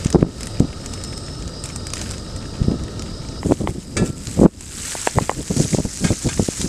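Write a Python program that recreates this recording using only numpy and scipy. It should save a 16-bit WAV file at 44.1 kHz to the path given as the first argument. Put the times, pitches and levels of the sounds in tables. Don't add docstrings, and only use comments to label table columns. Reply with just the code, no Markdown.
import sys
import numpy as np
from scipy import signal
from scipy.fft import rfft, irfft, next_fast_len
from scipy.io import wavfile
from scipy.ndimage import uniform_filter1d, map_coordinates

SR = 44100
rng = np.random.default_rng(int(sys.argv[2]) if len(sys.argv) > 2 else 0)


def store_wav(level_fs):
    pcm = np.round(np.clip(np.atleast_2d(level_fs), -1, 1) * 32767)
    wavfile.write(sys.argv[1], SR, pcm.T.astype(np.int16))


N = 294588

# (frequency [Hz], width [Hz], level [dB])
TUBE_MODES = [(600, 42, 1), (884, 42, 4.5), (1282, 105, 6.5), (1855, 39, 0), (2820, 310, -9),
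              (3864, 224, 1), (4500, 360, -1.5), (5740, 520, -4), (6870, 330, -7), (8100, 660, -11),
              (10780, 540, -11), (13800, 370, -9)]
# (frequency [Hz], density [dB per Hz])
FLAME_SPECTRUM = [(25, -3.5), (90, 2.5), (200, -7.5), (600, -15), (760, -23.5), (1400, -68)]
# (time [s], low whistle [dB], middle whistle [dB])
WHISTLE_LEVELS = [(0, -45, -53), (.76, -49, -48), (.84, -52, -44.5), (1.25, -52, -39.5), (1.5, -46, -46.5),
                  (2.52, -44.5, -45.5), (2.9, -50, -54), (3.301, -43.5, -45)]
# (frequency [Hz], width [Hz])
WHISTLE_MODES = [(4930, 110), (5240, 65), (8300, 220)]
GAS_DB, GAS_LOW_DB, GAS_DOWN_S, GAS_FADE_DB_PER_S = -0.5, -10.5, 3.39, 300

# (frequency [Hz], density [dB per Hz])
BREEZE_SPECTRUM = [(20, -4), (65, 2), (130, -5), (250, -7), (650, -30), (1200, -34), (4000, -68)]
# (time of the crest [s], rms level [dB], build time [s])
GUSTS = [(.158, -6, .014), (.225, -14, 0.045), (.622, -15, 0.021), (2.63, -22.5, 0.037),
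         (2.715, -16.5, 0.025), (3.467, -15.5, 0.016), (3.508, -15, 0.024), (3.61, -17.5, 0.011),
         (3.645, -21, 0.017), (3.695, -19, 0.016), (3.777, -25, 0.023), (4.015, -14.5, 0.044),
         (4.27, -31.5, 0.36), (4.381, -16.5, 0.011), (4.419, -7.5, 0.011), (4.453, 1.5, 0.018),
         (5.175, -14.5, 0.014), (5.222, -20, 0.021), (5.39, -22.5, 0.02), (5.512, -14.5, 0.01),
         (5.595, -15.5, 0.039), (5.737, -14, 0.013), (5.79, -14, 0.012), (5.858, -16.5, 0.011),
         (6.037, -14, .024), (6.11, -15.5, 0.023), (6.263, -13.5, 0.013), (6.405, -17, 0.023),
         (6.65, -22, 0.055)]
GUST_DIE_RATIO = 1.22
# (multiple of the eddy rate [ratio], density [dB per Hz])
EDDY_SPECTRUM = [(.1, -7), (.3, -1), (.7, 3), (1.3, -1), (2.1, -9), (3.5, -23.5), (6, -36.5), (14, -71)]
# (time [s], peak level [dB], frequency [Hz])
THUMPS = [(.0605, -5.5, 158), (0.1474, -2, 426), (0.1584, -2, 190), (0.229, 5, 248), (.605, 0.5, 200),
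          (0.6115, -7, 215.3), (2.618, -7, 98.5), (2.684, -3.5, 186.7), (3.5114, -6.5, 400),
          (3.5221, 1, 395), (4.392, -10, 440), (4.3979, -3, 239), (4.4151, -2, 300), (4.433, -5, 454),
          (5.1785, -10, 140), (5.2111, -11.5, 285), (5.606, -5.5, 183), (5.748, -5.5, 350),
          (5.787, -5.5, 350), (6.106, -6, 332), (6.3969, -5, 375), (6.4273, -11.5, 188), (6.488, -6.5, 308)]

# (time of the crest [s], level [dB], rise [s], fall [s])
FLARES = [(0.019, -36.5, 0.044, 0.06), (0.428, -41.5, 0.24, 0.13), (.9, -44.5, 0.13, 0.25),
          (1.66, -40, .02, 0.07), (2.01, -37, 0.049, 0.16), (3.479, -40, 0.065, 0.15),
          (3.69, -37.5, 0.016, 0.022), (4.059, -34.5, 0.012, 0.027), (4.3, -37.5, 0.1, 0.36),
          (4.63, -34, 0.015, 0.11), (4.98, -29, 0.25, 0.31), (5.59, -28.5, 0.073, 0.092),
          (5.73, -32, 0.061, 0.051), (6.06, -35.5, 0.15, 0.11), (6.5, -33, 1, 1)]
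SIMMER_DB = -48
# (frequency [Hz], density [dB per Hz])
EGG_SPECTRUM = [(500, -5), (1600, 2), (2900, 1.5), (5200, -8), (6800, -2), (8300, -12), (10500, -14),
                (15000, -50)]
# (frequency [Hz], density [dB per Hz])
FRESH_HAM_SPECTRUM = [(400, -23), (1500, -6.5), (3500, -9), (5300, -8), (6000, -6.5), (7900, 1.5),
                      (9500, -7.5), (12000, -16.5), (15000, -29)]
# (frequency [Hz], density [dB per Hz])
PRESSED_HAM_SPECTRUM = [(400, -51), (1500, -15.5), (3300, -17.5), (5200, -5), (6800, -1), (8200, -5.5),
                        (9500, -9.5), (12000, -24), (15000, -38)]

# (time [s], peak level [dB])
LOUD_SPITS = [(0.0468, -14.5), (0.0672, -14), (0.1027, -14.5), (0.1268, -12.5), (0.4309, -16),
              (0.4700, -16), (0.597, -14), (0.8599, -16), (0.9368, -17), (1.0375, -15), (1.177, -17.5),
              (1.6384, -16), (1.6892, -21.5), (1.7599, -12), (1.8682, -14.5), (1.9022, -22), (1.935, -9),
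              (1.968, -18), (2.0143, -14.5), (2.1101, -16), (2.9938, -19), (4.2702, -16.5), (4.6079, -13.5),
              (5.4276, -20.5), (6.6144, -11)]
# (frequency [Hz], density [dB per Hz])
SPIT_SPECTRUM = [(600, -3.5), (1600, -3), (3300, -3), (5800, 1.5), (8000, 7.5), (10500, -9), (15000, -28)]
SMALL_SPIT_DB, SMALL_SPIT_SPREAD_DB = -24, 2.3

# (time [s], peak level [dB], pitch [ratio], upper edge [Hz])
KNOCKS_AND_THUMP_EDGES = [(0.227, -10.5, 0.82, 2800), (3.431, -15, 0.99, 3200), (3.519, -16, 1.24, 2900),
                          (3.674, -6, 1.02, 3840), (4.952, -15, 0.84, 1490), (5.073, 4, 0.88, 3820),
                          (5.1856, 1.5, 0.99, 2210), (5.295, -1.5, 0.98, 2900), (5.315, -14.5, 1, 1270)]
# (frequency [Hz], level [dB], t60 [s])
SHORT_MODES = [(530, -5.5, 0.0086), (873, -0.5, 0.0086), (1058, -13.5, 0.023), (1950, -5, 0.0061),
               (2950, -13.5, 0.0084)]

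# (time [s], rms level [dB], length [s], pressure [0-1])
STROKES = [(3.968, -22.5, 0.015, 0), (3.984, -41, 0.083, 0.08), (6.042, -25, 0.016, 0.87),
           (6.066, -32, 0.038, 0.84), (6.288, -26, 0.0095, 1)]
# (frequency [Hz], level [dB], t60 [s])
BLADE_MODES = [(1350, -9, 0.64), (1593, 0, 0.11), (1720, 2.5, 0.14), (1936, -5, 0.29), (2340, 5, 0.035),
               (2460, 3, .05), (2655, -1, 0.13), (3390, -11, 0.22), (3800, 4, 0.071), (4120, -8, 0.076),
               (4440, -15, 0.19), (4830, 5.5, 0.075), (6830, -3, 0.035), (8420, 10.5, 0.026)]
# (frequency [Hz], density [dB per Hz])
RASP_SPECTRUM = [(600, -3), (2400, -5), (5000, -4), (8300, 0.5), (10000, -12.5), (15000, -36)]

TOP_HZ = 15400


def amp(db):
    return 10 ** (np.asarray(db) / 20)


def unit(x):
    return x / np.sqrt(np.mean(x ** 2) + 1e-20)


def curve(rows):
    return np.interp(np.arange(N) / SR, *np.transpose(rows))


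def wobble(rate):
    knots = rng.standard_normal(int(N * rate / SR) + 4)
    return map_coordinates(knots, [np.arange(N) * rate / SR])


def swell(t, rise, fall, shape):
    return np.exp(-np.abs(t / np.where(t < 0, rise, fall)) ** shape)


def filtered(x, response):
    m = next_fast_len(len(x) + 8192)
    return irfft(rfft(x, m) * response(np.fft.rfftfreq(m, 1 / SR)), m)[:len(x)]


def coloured(x, points, scale=1):
    f, db = np.transpose(points)
    return filtered(x, lambda hz: amp(np.interp(np.log(hz / scale + 1e-6), np.log(f), db)))


def resonant(x, modes):
    def response(f):
        total = 0
        for k, (centre, width, db) in enumerate(modes):
            damping = 1j * f * width
            total = total + (-1) ** k * amp(db) * damping / (centre * centre - f * f + damping)
        return total
    return filtered(x, response)


def ring(modes, ratio, scatter_db):
    t = np.arange(SR // 4) / SR
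    total = np.zeros(len(t))
    for hz, db, t60 in modes:
        decay = amp(db + scatter_db * rng.normal() - 60 * t / t60)
        total += decay * np.sin(2 * np.pi * hz * ratio * t)
    return total


def shields(x, t60):
    t = np.arange(len(x)) / SR
    tail = rng.standard_normal(len(x)) * amp(-60 * t / t60)
    return signal.fftconvolve(x, tail / np.linalg.norm(tail))[:len(x)]


def add(track, s, sound):
    start = round(s * SR)
    sound = sound[max(-start, 0):]
    part = track[max(start, 0):][:len(sound)]
    part += sound[:len(part)]


def jet_noise():
    return coloured(rng.standard_normal(N), [(8500, 5.5), (11000, -5), (15000, -32)])


def whistles(waver=0.012, unsteady_db=2.5, top_db=-6):
    wavering = np.arange(N) + np.cumsum(waver * wobble(9))
    times, low, middle = np.transpose(WHISTLE_LEVELS)
    out = np.zeros(N)
    for (hz, width), db in zip(WHISTLE_MODES, [low, middle, middle + top_db]):
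        breath = resonant(jet_noise(), [(hz, width, 0)])
        tone = unit(map_coordinates(breath, [wavering], mode="mirror"))
        out += amp(curve(np.c_[times, db]) + unsteady_db * wobble(10)) * tone
    return out


def burner(hiss_db=-42.0, flame_db=-30.0, flutter_db=-0.5):
    hiss = amp(hiss_db) * unit(resonant(jet_noise(), TUBE_MODES))
    rumble = unit(coloured(rng.standard_normal(N), FLAME_SPECTRUM))
    flame = amp(flame_db + flutter_db * wobble(25.64)) * rumble
    turned_s = np.maximum(np.arange(N) / SR - GAS_DOWN_S, 0)
    gas_db = np.maximum(GAS_DB - GAS_FADE_DB_PER_S * turned_s, GAS_LOW_DB)
    return amp(gas_db) * (hiss + whistles() + flame)


def wind(breeze_db=-35, lumps_db=3, gust_db=0, shape=1.87, eddy_hz=280, rise=0.13, uneven_db=4.5):
    breeze = unit(coloured(rng.standard_normal(N), BREEZE_SPECTRUM))
    out = amp(breeze_db + lumps_db * wobble(11)) * breeze
    t = np.arange(-SR // 3, SR // 3) / SR
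    eddy_size = amp(uneven_db * wobble(110))
    for s, db, build in GUSTS:
        strength = swell(t, build, GUST_DIE_RATIO * build, shape)
        sizes = np.roll(eddy_size, -round(s * SR))[:len(t)]
        eddies = strength * sizes * rng.standard_normal(len(t))
        burst = coloured(eddies, EDDY_SPECTRUM, eddy_hz * amp(db) ** rise)
        level = amp(db + gust_db) * np.linalg.norm(strength) / np.linalg.norm(burst)
        add(out, s + t[0], level * burst)
    for s, db, hz in THUMPS:
        phase = 2 * np.pi * hz * t
        push = phase / (1 + (phase / 2.39) ** 2) ** 3
        add(out, s + t[0], amp(db) * push / push.max())
    return out


def frying(shape=1.3):
    t = np.arange(N) / SR
    power = amp(SIMMER_DB) ** 2
    for s, db, rise, fall in FLARES:
        power = power + (amp(db) * swell(t - s, rise, fall, shape)) ** 2
    return np.sqrt(power)


def crackle(rate, spread_db, fizz, life):
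    size = amp(spread_db * np.minimum(rng.exponential(size=N), 4))
    bursts = (rng.random(N) < rate / SR) * size ** 2
    power = np.abs(signal.lfilter([1], [1, -np.exp(-1 / (life * SR))], bursts))
    return unit(np.sqrt(power / power.mean() + abs(fizz)) * rng.standard_normal(N))


def bubbling(x, patchy_db):
    z = signal.stft(x, nperseg=256)[2]
    field = uniform_filter1d(rng.standard_normal(z.shape), size=3, axis=0)
    field = uniform_filter1d(field, size=7, axis=1)
    return signal.istft(z * amp(patchy_db * unit(field)), nperseg=256)[1][:N]


def spatter(centre_hz=6000, pitch_spread=0.327, cycles=3, spread_db=4.0, clumping=0.7, count=4500):
    chance = np.cumsum(np.exp(clumping * wobble(30)))
    start = np.searchsorted(chance, rng.random(count) * chance[-1])
    hz = centre_hz * np.exp(pitch_spread * rng.standard_normal((count, 1)))
    size = amp(spread_db * np.minimum(rng.exponential(size=(count, 1)), 4))
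    n = np.arange(SR // 250)
    turns = hz * n / SR
    pops = size * np.sin(2 * np.pi * turns) * np.exp(-turns / cycles)
    track = np.bincount((start[:, None] + n).ravel(), pops.ravel(), N)[:N]
    return unit(coloured(track, FRESH_HAM_SPECTRUM))


def sizzle(strength, egg_db=0, fresh_db=1.07, pressed_db=4, spatter_db=-3, sputter_db=1):
    ham = curve([(3.38, 0.31), (3.44, 0.9)]).clip(0, 1)
    pressed = curve([(5.3, 0.038), (5.55, 0.68)]).clip(0, 1)
    bubbles = crackle(rate=200, spread_db=5.0, fizz=0.13, life=0.0028)
    egg = amp(egg_db) * unit(coloured(bubbles, EGG_SPECTRUM))
    boil = bubbling(crackle(rate=600, spread_db=2.5, fizz=0.99, life=0.00049), patchy_db=1.5)
    fresh = amp(fresh_db) * unit(coloured(boil, FRESH_HAM_SPECTRUM))
    flat = amp(pressed_db) * unit(coloured(boil, PRESSED_HAM_SPECTRUM))
    meat = (1 - pressed) * fresh + pressed * flat + amp(spatter_db) * spatter()
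    mix = np.sqrt(1 - ham) * egg + np.sqrt(ham) * meat
    return strength * amp(sputter_db * wobble(40)) * mix


def spits(strength, level_db=0.0, life=0.0021, shield_db=-9, shield_t60=0.096,
          pitch=0.96, pitch_scatter=0.07, count=24):
    out, t = np.zeros(N), np.arange(SR // 12) / SR
    chance = np.cumsum(strength[:round(GAS_DOWN_S * SR)] ** 2)
    times = np.searchsorted(chance, rng.random(count) * chance[-1]) / SR
    small = [(s, SMALL_SPIT_DB + SMALL_SPIT_SPREAD_DB * rng.normal()) for s in times]
    for s, db in list(LOUD_SPITS) + small:
        burst = rng.standard_normal(len(t)) * t * np.exp(-2 * t / life)
        tick = coloured(burst, SPIT_SPECTRUM, pitch * np.exp(pitch_scatter * rng.normal()))
        tick = tick + amp(shield_db) * shields(tick, shield_t60)
        add(out, s, amp(db + level_db) * tick / np.abs(tick).max())
    return out


def knocks_and_thump_edges(shield_db=-17, shield_t60=0.1, low_hz=320):
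    out = np.zeros(N)
    low_cut = signal.butter(2, low_hz, "highpass", fs=SR, output="sos")
    for s, db, ratio, upper_hz in KNOCKS_AND_THUMP_EDGES:
        high_cut = signal.butter(5, upper_hz, fs=SR, output="sos")
        modes = ring(SHORT_MODES, ratio, scatter_db=1.0)
        dry_hit = signal.sosfilt(np.vstack([low_cut, high_cut]), modes)
        with_tail = dry_hit + amp(shield_db) * shields(dry_hit, shield_t60)
        add(out, s, amp(db) * with_tail / np.abs(dry_hit).max())
    return out


def spatula(grit_db=0, shield_db=-4, shield_t60=0.1, sag=0.062, damping=0.29):
    out, t = np.zeros(N), np.arange(SR // 4) / SR
    for s, db, length, pressure in STROKES:
        slips = rng.standard_normal(len(t)) * np.exp(-(t / length) ** 2)
        shorten = 1 + abs(damping * pressure)
        modes = [(hz, level, t60 / shorten) for hz, level, t60 in BLADE_MODES]
        blade = ring(modes, 1 - sag * pressure, scatter_db=1.5)
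        steel = signal.fftconvolve(slips, blade)[:len(t)]
        rasp = unit(coloured(slips, RASP_SPECTRUM))
        grit = rasp + amp(shield_db) * shields(rasp, shield_t60)
        stroke = unit(steel) + amp(grit_db) * grit
        add(out, s, amp(db) * stroke / stroke[t < 2 * length].std())
    return out


def scene():
    strength = frying()
    food = sizzle(strength) + spits(strength)
    return (burner() + wind() + food + knocks_and_thump_edges() + spatula())[None]


def record(dry, bass_hz=28, ceiling_db=-1.0, attack_s=0.0013, recover_db_per_s=42):
    heard = filtered(dry[0], lambda hz: 1j * hz / (bass_hz + 1j * hz))
    excess = np.maximum(20 * np.log10(np.abs(heard) + 1e-9) - ceiling_db, 0)
    recovery = recover_db_per_s * np.arange(N) / SR
    held = np.maximum.accumulate(excess + recovery) - recovery
    keep = np.exp(-1 / (attack_s * SR))
    duck_db = signal.lfilter([1 - keep], [1, -keep], held)
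    ducked = heard * amp(-duck_db)
    clipped = ducked / (1 + np.abs(ducked) ** 8) ** (1 / 8)
    return filtered(clipped, lambda hz: hz < TOP_HZ)[None]


dry = scene()
out = record(dry)
store_wav(out)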